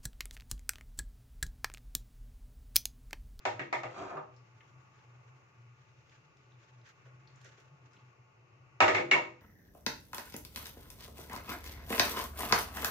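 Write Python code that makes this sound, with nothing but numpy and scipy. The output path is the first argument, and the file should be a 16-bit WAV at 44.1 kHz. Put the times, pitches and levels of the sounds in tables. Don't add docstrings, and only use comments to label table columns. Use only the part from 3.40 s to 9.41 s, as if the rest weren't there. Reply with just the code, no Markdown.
import sys
import numpy as np
from scipy import signal
from scipy.fft import rfft, irfft
from scipy.io import wavfile
from scipy.ndimage import uniform_filter1d

SR = 44100
rng = np.random.default_rng(int(sys.argv[2]) if len(sys.argv) > 2 else 0)


def log_audio(samples):
    frames = np.atleast_2d(samples).T
    limited = np.clip(frames, -1, 1)
    pcm = np.round(limited * 32767).astype(np.int16)
    wavfile.write(sys.argv[1], SR, pcm)


def volts_from_db(level):
    exponent = np.asarray(level, float) / 20
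    return 10 ** exponent


N = 265041
T = np.arange(N) / SR


def unit(x):
    return x / np.sqrt(np.mean(x ** 2))


def decay(t, t60):
    return np.exp(-np.log(1000) * t / t60)


def on_log(hz, table):
    f, value = np.transpose(table)
    return np.interp(np.log(np.maximum(hz, 1)), np.log(f), value)


def colour(x, table):
    log_gain = on_log(np.linspace(0, SR / 2, 2049), table) * np.log(10) / 20
    cepstrum = irfft(log_gain)
    cepstrum[1:2048] *= 2
    cepstrum[2049:] = 0
    impulse = irfft(np.exp(rfft(cepstrum)))
    return signal.oaconvolve(np.atleast_2d(x), impulse[None], axes=1)[:, :np.shape(x)[-1]]


def walk(rate):
    k = int(SR / rate)
    held = np.repeat(rng.standard_normal(N // k + 1), k)
    smooth = uniform_filter1d(uniform_filter1d(held, k), k)
    return unit(smooth[:N])


def add(track, s, sound):
    i = int(s * SR)
    track[..., i:i + sound.shape[-1]] += sound[..., :N - i]


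# (frequency [Hz], share of power [0-1])
ALIKE = [(25, .6), (60, 1), (130, 0.82), (290, 0.95), (640, 0.017), (1300, 0)]


def pair(size, lag=0, near=0.):
    shared, left, right = rfft(rng.standard_normal((3, size)))
    hz = np.linspace(0, SR / 2, len(shared))
    alike = np.clip(np.maximum(on_log(hz, ALIKE), near), 0, 1)
    late = shared * np.exp(-2j * np.pi * hz * lag / SR)
    common, own = np.array([late, shared]), np.array([left, right])
    return irfft(np.sqrt(alike) * common + np.sqrt(1 - alike) * own, size)


# (frequency [Hz], level per Hz [dB])
HUSH = [(25, -13.5), (50, -7.5), (80, 4.5), (120, 17), (170, 5.5), (230, -4), (350, 5), (700, -1),
        (1100, -2), (1700, -8), (2700, -1), (3300, -19), (6500, -16.5), (7500, -24), (8000, -27)]
# (frequency [Hz], width [Hz], lift [dB])
HUSH_PEAKS = [(874.5, 25, 12.5), (1100, 25, 7), (1145, 69, 9), (1233, 35, 10.5), (1428, 50, 11),
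              (2060, 280, 2.5)]
HUSH_DB = -64


def hush(patchy_db=0.5):
    hz = np.linspace(0, SR / 2, N // 2 + 1)
    lift_db = sum(db / (1 + (2 * (hz - f) / width) ** 2) for f, width, db in HUSH_PEAKS)
    air = rfft(pair(N, lag=6.8, near=0.23)) * volts_from_db(on_log(hz, HUSH) + lift_db)
    octave = np.clip(np.log2(np.maximum(hz, 1) / 125), 0, 6)
    out = 0
    for k in range(7):
        band = np.maximum(1 - np.abs(octave - k), 0)
        flicker_db = patchy_db * walk(20) + 1.3 * walk(3.926)
        out = out + irfft(air * band, N) * volts_from_db(flicker_db)
    balance_db = np.array([[.9], [-.9]])
    return unit(out) * volts_from_db(HUSH_DB + 0.27 * walk(3.6) + balance_db)


# (start [s], length [s], level [dB])
BURSTS = [(0.908, 0.13, -60), (1.128, 0.055, -60), (1.298, 0.12, -59), (1.567, 0.033, -61),
          (1.647, 0.18, -60), (1.854, 0.12, -60), (2.18, 0.17, -62), (2.391, 0.047, -61),
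          (2.457, 0.083, -63), (2.569, 0.041, -65), (2.764, 0.11, -65.5), (3.068, 0.039, -62),
          (3.128, 0.077, -59), (3.306, 0.14, -61.5), (3.642, 0.12, -59.5), (3.792, 0.085, -63.5),
          (3.928, 0.053, -62), (3.997, 0.1, -62), (4.259, 0.034, -62), (4.309, 0.053, -55.5),
          (4.399, 0.077, -60.5), (4.62, 0.082, -60), (4.78, 0.049, -59), (4.975, 0.079, -60.5),
          (5.13, 0.04, -61), (5.19, 0.088, -64), (5.333, 0.044, -62)]
HUM_HZ, HUM_DB, BURST_EDGE_S = 125, -73, 0.028


def hum():
    bursts = 0
    for s, length, db in BURSTS:
        to_edge = np.minimum(T - s, s + length - T)
        bursts = bursts + volts_from_db(db) * np.clip(to_edge / BURST_EDGE_S + .5, 0, 1) ** 2
    pitch_hz = HUM_HZ + 2.7 * walk(5) + 4.2 * walk(30)
    tone = np.sqrt(2) * np.sin(2 * np.pi * np.cumsum(pitch_hz) / SR)
    balance_db = np.array([[.7], [-.7]])
    return tone * (bursts + volts_from_db(HUM_DB)) * volts_from_db(0.98 * walk(31) + balance_db)


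# (time [s], level before the common lift [dB], length [s])
RUSTLE = [(1.24, -80, 0.096), (1.6, -82, 0.19), (2.735, -77, 0.11), (3.298, -76.5, 0.11),
          (3.475, -71, 0.092), (3.66, -76, 0.089), (4.05, -71.5, 0.13), (4.188, -75.5, 0.14),
          (4.55, -78.5, 0.067)]
# (frequency [Hz], level per Hz [dB])
RUSTLE_COLOUR = [(180, -33.5), (300, -16.5), (482, -29.5), (1010, -24), (1420, -3.5), (4690, -19.5),
                 (6620, -16.5), (8740, -34), (15000, -42.5)]
RUSTLE_DB, STILL_S, STILL_DB_PER_S = -84, 4.65, -43


def rustle():
    shifts = sum(volts_from_db(db) * np.exp(-(2 * (T - s) / length) ** 2) for s, db, length in RUSTLE)
    steady = volts_from_db(RUSTLE_DB + STILL_DB_PER_S * np.maximum(T - STILL_S, 0))
    cloth = unit(colour(pair(N), RUSTLE_COLOUR))
    lift_db = 7.5 + 3.16 * walk(82)
    return cloth * np.hypot(shifts, steady) * volts_from_db(lift_db)


# (time [s], peak level [dB], pitch [Hz], distance to -9 dB either side [octaves], t60 [s])
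TICKS = [(0.963, -63, 4800, 0.54, 0.043), (1.207, -49, 1950, 0.66, 0.038), (1.59, -61, 1800, 1.1, 0.049),
         (2.696, -54, 2930, 1.24, 0.0099), (2.97, -60.5, 4850, 0.88, 0.013), (3.119, -64, 3584, 0.2, 0.036),
         (3.415, -63, 3980, 0.39, 0.011), (3.456, -61, 3480, 1.1, 0.0081), (3.469, -62, 4960, 1.9, 0.0069),
         (3.49, -54, 4970, 4.1, 0.0065), (3.657, -55.5, 1470, 0.96, 0.062), (3.66, -57, 524, 0.42, .09),
         (3.874, -51, 4300, 0.37, 0.01), (3.958, -59.5, 6450, 0.42, 0.02),
         (4.015, -51.5, 4970, 1.4, 0.0097), (4.046, -50, 6200, 0.72, 0.0077),
         (4.049, -58, 476.5, 0.48, 0.1), (4.091, -54, 3960, 0.96, 0.013), (4.18, -57.5, 478, 0.72, 0.077),
         (4.2, -57.5, 7900, 0.96, 0.03), (4.521, -63, 5900, 0.82, 0.0072), (4.534, -57, 4800, .8, 0.0066),
         (4.546, -60.5, 210, 1.04, 0.085), (4.566, -55.5, 2980, 0.45, 0.032)]
# (time [s], left minus right [dB])
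HAND = [(.96, 17), (1.2, 3.5), (2.7, 6), (3.5, -8), (3.87, 3), (4.05, -4), (4.3, 0.1)]


def ticks(snap_db=3.0):
    out = np.zeros((2, N))
    t = T[:SR // 10]
    for s, db, hz, octaves, t60 in TICKS:
        click = rng.standard_normal(len(t)) * decay(t, max(t60, .003))
        click[0] = volts_from_db(snap_db)
        click = colour(click, [(hz * 2 ** (k * octaves), -9 * k ** 2) for k in range(-2, 3)])
        pan_db = np.interp(s, *np.transpose(HAND))
        port_db = db + np.array([[pan_db], [-pan_db]]) / 2
        add(out, s, volts_from_db(port_db) * click / np.abs(click).max())
    return out


# (frequency [Hz], t60 [s])
ROOM_T60 = [(100, 0.79), (400, 0.39), (1000, 0.32), (3000, 0.33), (8000, 0.33)]


def kitchen(rise_ms=0.72):
    t = T[:SR // 2]
    echoes = rfft(pair(len(t)))
    hz = np.linspace(0, SR / 2, len(t) // 2 + 1)
    tail = 0
    for f in 60 * 2 ** np.arange(0, 8.6, .5):
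        band = np.maximum(1 - 2 * np.abs(np.log2(np.maximum(hz, 1) / f)), 0)
        tail = tail + irfft(echoes * band, len(t)) * decay(t, on_log(f, ROOM_T60))
    tail = tail * (1 - np.exp(-t * 1000 / rise_ms))
    return tail / np.sqrt(np.sum(tail ** 2) / 2)


# (time [s], rms level at the crest [dB], pitch [Hz])
BOOMS = [(.07, -52, 110), (.14, -48.5, 113), (0.199, -52, 137), (0.359, -53, 128), (0.442, -50, 121.5),
         (0.601, -54, 113), (0.749, -52.5, 150), (5.411, -42.5, 103), (5.53, -45.5, 108),
         (5.639, -51.5, 136), (5.741, -51.5, 139)]
BOOM_RISE_S = 0.023


def booms():
    out = np.zeros(N)
    t = T[:SR // 4]
    swell = t / BOOM_RISE_S * np.exp(1 - t / BOOM_RISE_S)
    for s, db, hz in BOOMS:
        add(out, s, np.sqrt(2) * volts_from_db(db) * swell * np.sin(2 * np.pi * hz * t))
    return out


# (frequency [Hz], level before scatter and band colouring [dB], t60 [s])
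METAL = [(341, -10.5, 0.15), (384.3, -5.5, 0.075), (502, -16, 0.33), (628.3, -5, 0.18),
         (713.3, -2.5, 0.057), (787, 1.5, 0.053), (827.4, 2, 0.044), (952.4, 2, 0.047),
         (1059.5, -2.5, 0.094), (1233, 8.5, 0.025), (1290, -2, 0.082), (1504, 2, 0.037), (1726, 6, 0.021),
         (1858, 7.5, 0.022), (2062, -0.5, 0.052), (2227, 6.5, 0.027), (2484, 2, 0.03), (2773, 6, 0.016),
         (3680, -13.5, 0.06), (4460, -35.5, 0.12), (4850, -25.5, .03), (5770, -10, 0.051), (6370, -21, .03)]
BLOW_BANDS_HZ = np.array([350, 700, 1200, 2200, 5000])


def metal(band_db, rattle_t60=0.15, rattle_db=0.0, feed_db=30.0, crack_db=12.5, scatter_db=3.5, rise_ms=1.84):
    hz, db, t60 = np.transpose(METAL)[:, :, None]
    t = T[:SR // 5]
    chance = rng.standard_normal((3, *hz.shape))
    detuned_hz = hz * (1 + 0.0088 * chance[1])
    modes = np.exp(2j * np.pi * detuned_hz * t) * decay(t, t60)
    skew = np.sign(chance[2]) * np.minimum(hz / 1860.0, 1) * np.pi / 4
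    weight = volts_from_db(db + scatter_db * chance[0]) * np.exp(1j * skew * np.array([1, -1]))
    rise = 1 - np.exp(-t * 1000 / rise_ms)
    ring = rise * (weight.T @ modes).imag
    rattle = rise * pair(len(t)) * decay(t, rattle_t60)
    rattle += volts_from_db(crack_db) * rng.standard_normal((2, len(t))) * np.exp(-t / .0015)
    sent = ring.copy()
    sent[:, 0] += volts_from_db(feed_db)
    per_hz = band_db - 10 * np.log10(BLOW_BANDS_HZ / 1000)
    thump = [(f, per_hz[0] - below) for f, below in ((30, 35.), (90, 14.), (170, 12.), (240, 12.))]
    both = np.vstack([ring + volts_from_db(rattle_db) * rattle, sent])
    return colour(both, [*thump, *zip(BLOW_BANDS_HZ, per_hz)]) * volts_from_db(-2.5)


# (time [s], pressure, relative [dB])
DRAG = [(0.5, -59.5), (0.55, -54), (0.575, -47), (0.634, -45), (0.671, -48), (0.711, -44.5), (.76, -47.5),
        (0.8, -61.5), (0.845, -64)]
DRAG_BOOM_S, DRAG_BOOM_WIDTH_S, DRAG_BOOM_DB = .62, 0.049, 2
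GRIT_DB, GRIT_DB_PER_S = 0.5, -68


def drag(spread_db=1.5):
    s, press_db = np.transpose(DRAG)
    out = np.zeros((4, N))
    t = T[:SR]
    press_db = np.interp(t, s, press_db, left=-150, right=-150)
    boom_db = np.maximum(DRAG_BOOM_DB - 10 * ((t - DRAG_BOOM_S) / DRAG_BOOM_WIDTH_S) ** 2, -8.0)
    grit_db = GRIT_DB + GRIT_DB_PER_S * (t - s[0])
    # (level over time [dB], balance of the blow bands [dB])
    parts = ((boom_db, (-2.5, -13.5, -43.5, -40, -44.5)),
             (0, (-11.0, 4.5, 3.0, -11.0, -33)),
             (grit_db, (-61.0, -45, -22.5, 8.0, 3.5)))
    for db, bands in parts:
        uneven_db = spread_db * walk(200)[:SR]
        slips = rng.standard_normal(SR) * volts_from_db(uneven_db + press_db + db)
        reply = metal(np.array(bands), 0.017, rattle_db=15.0)
        reply = reply / np.sqrt(np.sum(reply[:2] ** 2))
        add(out, 0, signal.oaconvolve(slips[None], reply, axes=1))
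    return out


# (time [s], pot [dB], grate [dB], hardness tilt about 1 kHz [dB per octave])
BLOWS = [(.053, -30, -29, 0.24), (.194, -48, -25, -6.6), (.327, -32.5, -32.5, 0.5),
         (.434, -38, -38.5, -1.1), (.563, -48.5, -61, 2), (.77, -39, -62.5, 3.5), (5.404, -21.5, -16, -1.1),
         (5.421, -24.5, -27, 1), (5.44, -31.5, -33.5, -0.5), (5.48, -29, -18, -2.5), (5.547, -34, -21, -2),
         (5.582, -40.5, -21, -7.5), (5.7127, -38, -12.5, -3.12), (5.739, -30, -52, 3.5),
         (5.754, -30.5, -47, 0.5)]
POT_DB = [-5.5, -0.93, -0.4, -17.5, -36]
GRATE_DB = [-19, -35.5, -16.5, 0.4, -7]


def blows():
    out = np.zeros((4, N))
    for s, pot_db, grate_db, hard_db in BLOWS:
        both = np.hypot(volts_from_db(pot_db + np.array(POT_DB)), volts_from_db(grate_db + np.array(GRATE_DB)))
        tilt_db = hard_db * np.log2(BLOW_BANDS_HZ / 1000)
        add(out, s, metal(20 * np.log10(both) + tilt_db))
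    return out


# (frequency [Hz], gain [dB])
DULLING = [(3000, 2.5), (4000, 2), (7200, -1), (8500, -8), (15000, -25)]
# (frequency [Hz], left minus right [dB])
PORTS = [(200, 3), (1000, 0.5), (2000, -1.5), (4500, 4.5), (9000, 2.5)]


def scene():
    stove = colour(blows() + drag(), DULLING)
    near = ticks()
    sent = volts_from_db(3.5) * stove[2:] + volts_from_db(-0.5) * near
    walls = signal.oaconvolve(sent, kitchen(), axes=1)[:, :N]
    shaded = []
    for port, side in zip(stove[:2] + walls, (1, -1)):
        shaded.append(colour(port, [(hz, side * db / 2) for hz, db in PORTS])[0])
    return np.array(shaded) + near + rustle() + booms() + hum() + hush()


def top_cut(x):
    return signal.sosfilt(signal.butter(12, 15730, fs=SR, output="sos"), x)


# (frequency [Hz], gain [dB])
TREBLE_SHELF = [(7500, 0), (7900, -12)]


def record(dry):
    mix = colour(dry, TREBLE_SHELF)
    return top_cut(mix)


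dry = scene()
out = record(dry)
log_audio(out)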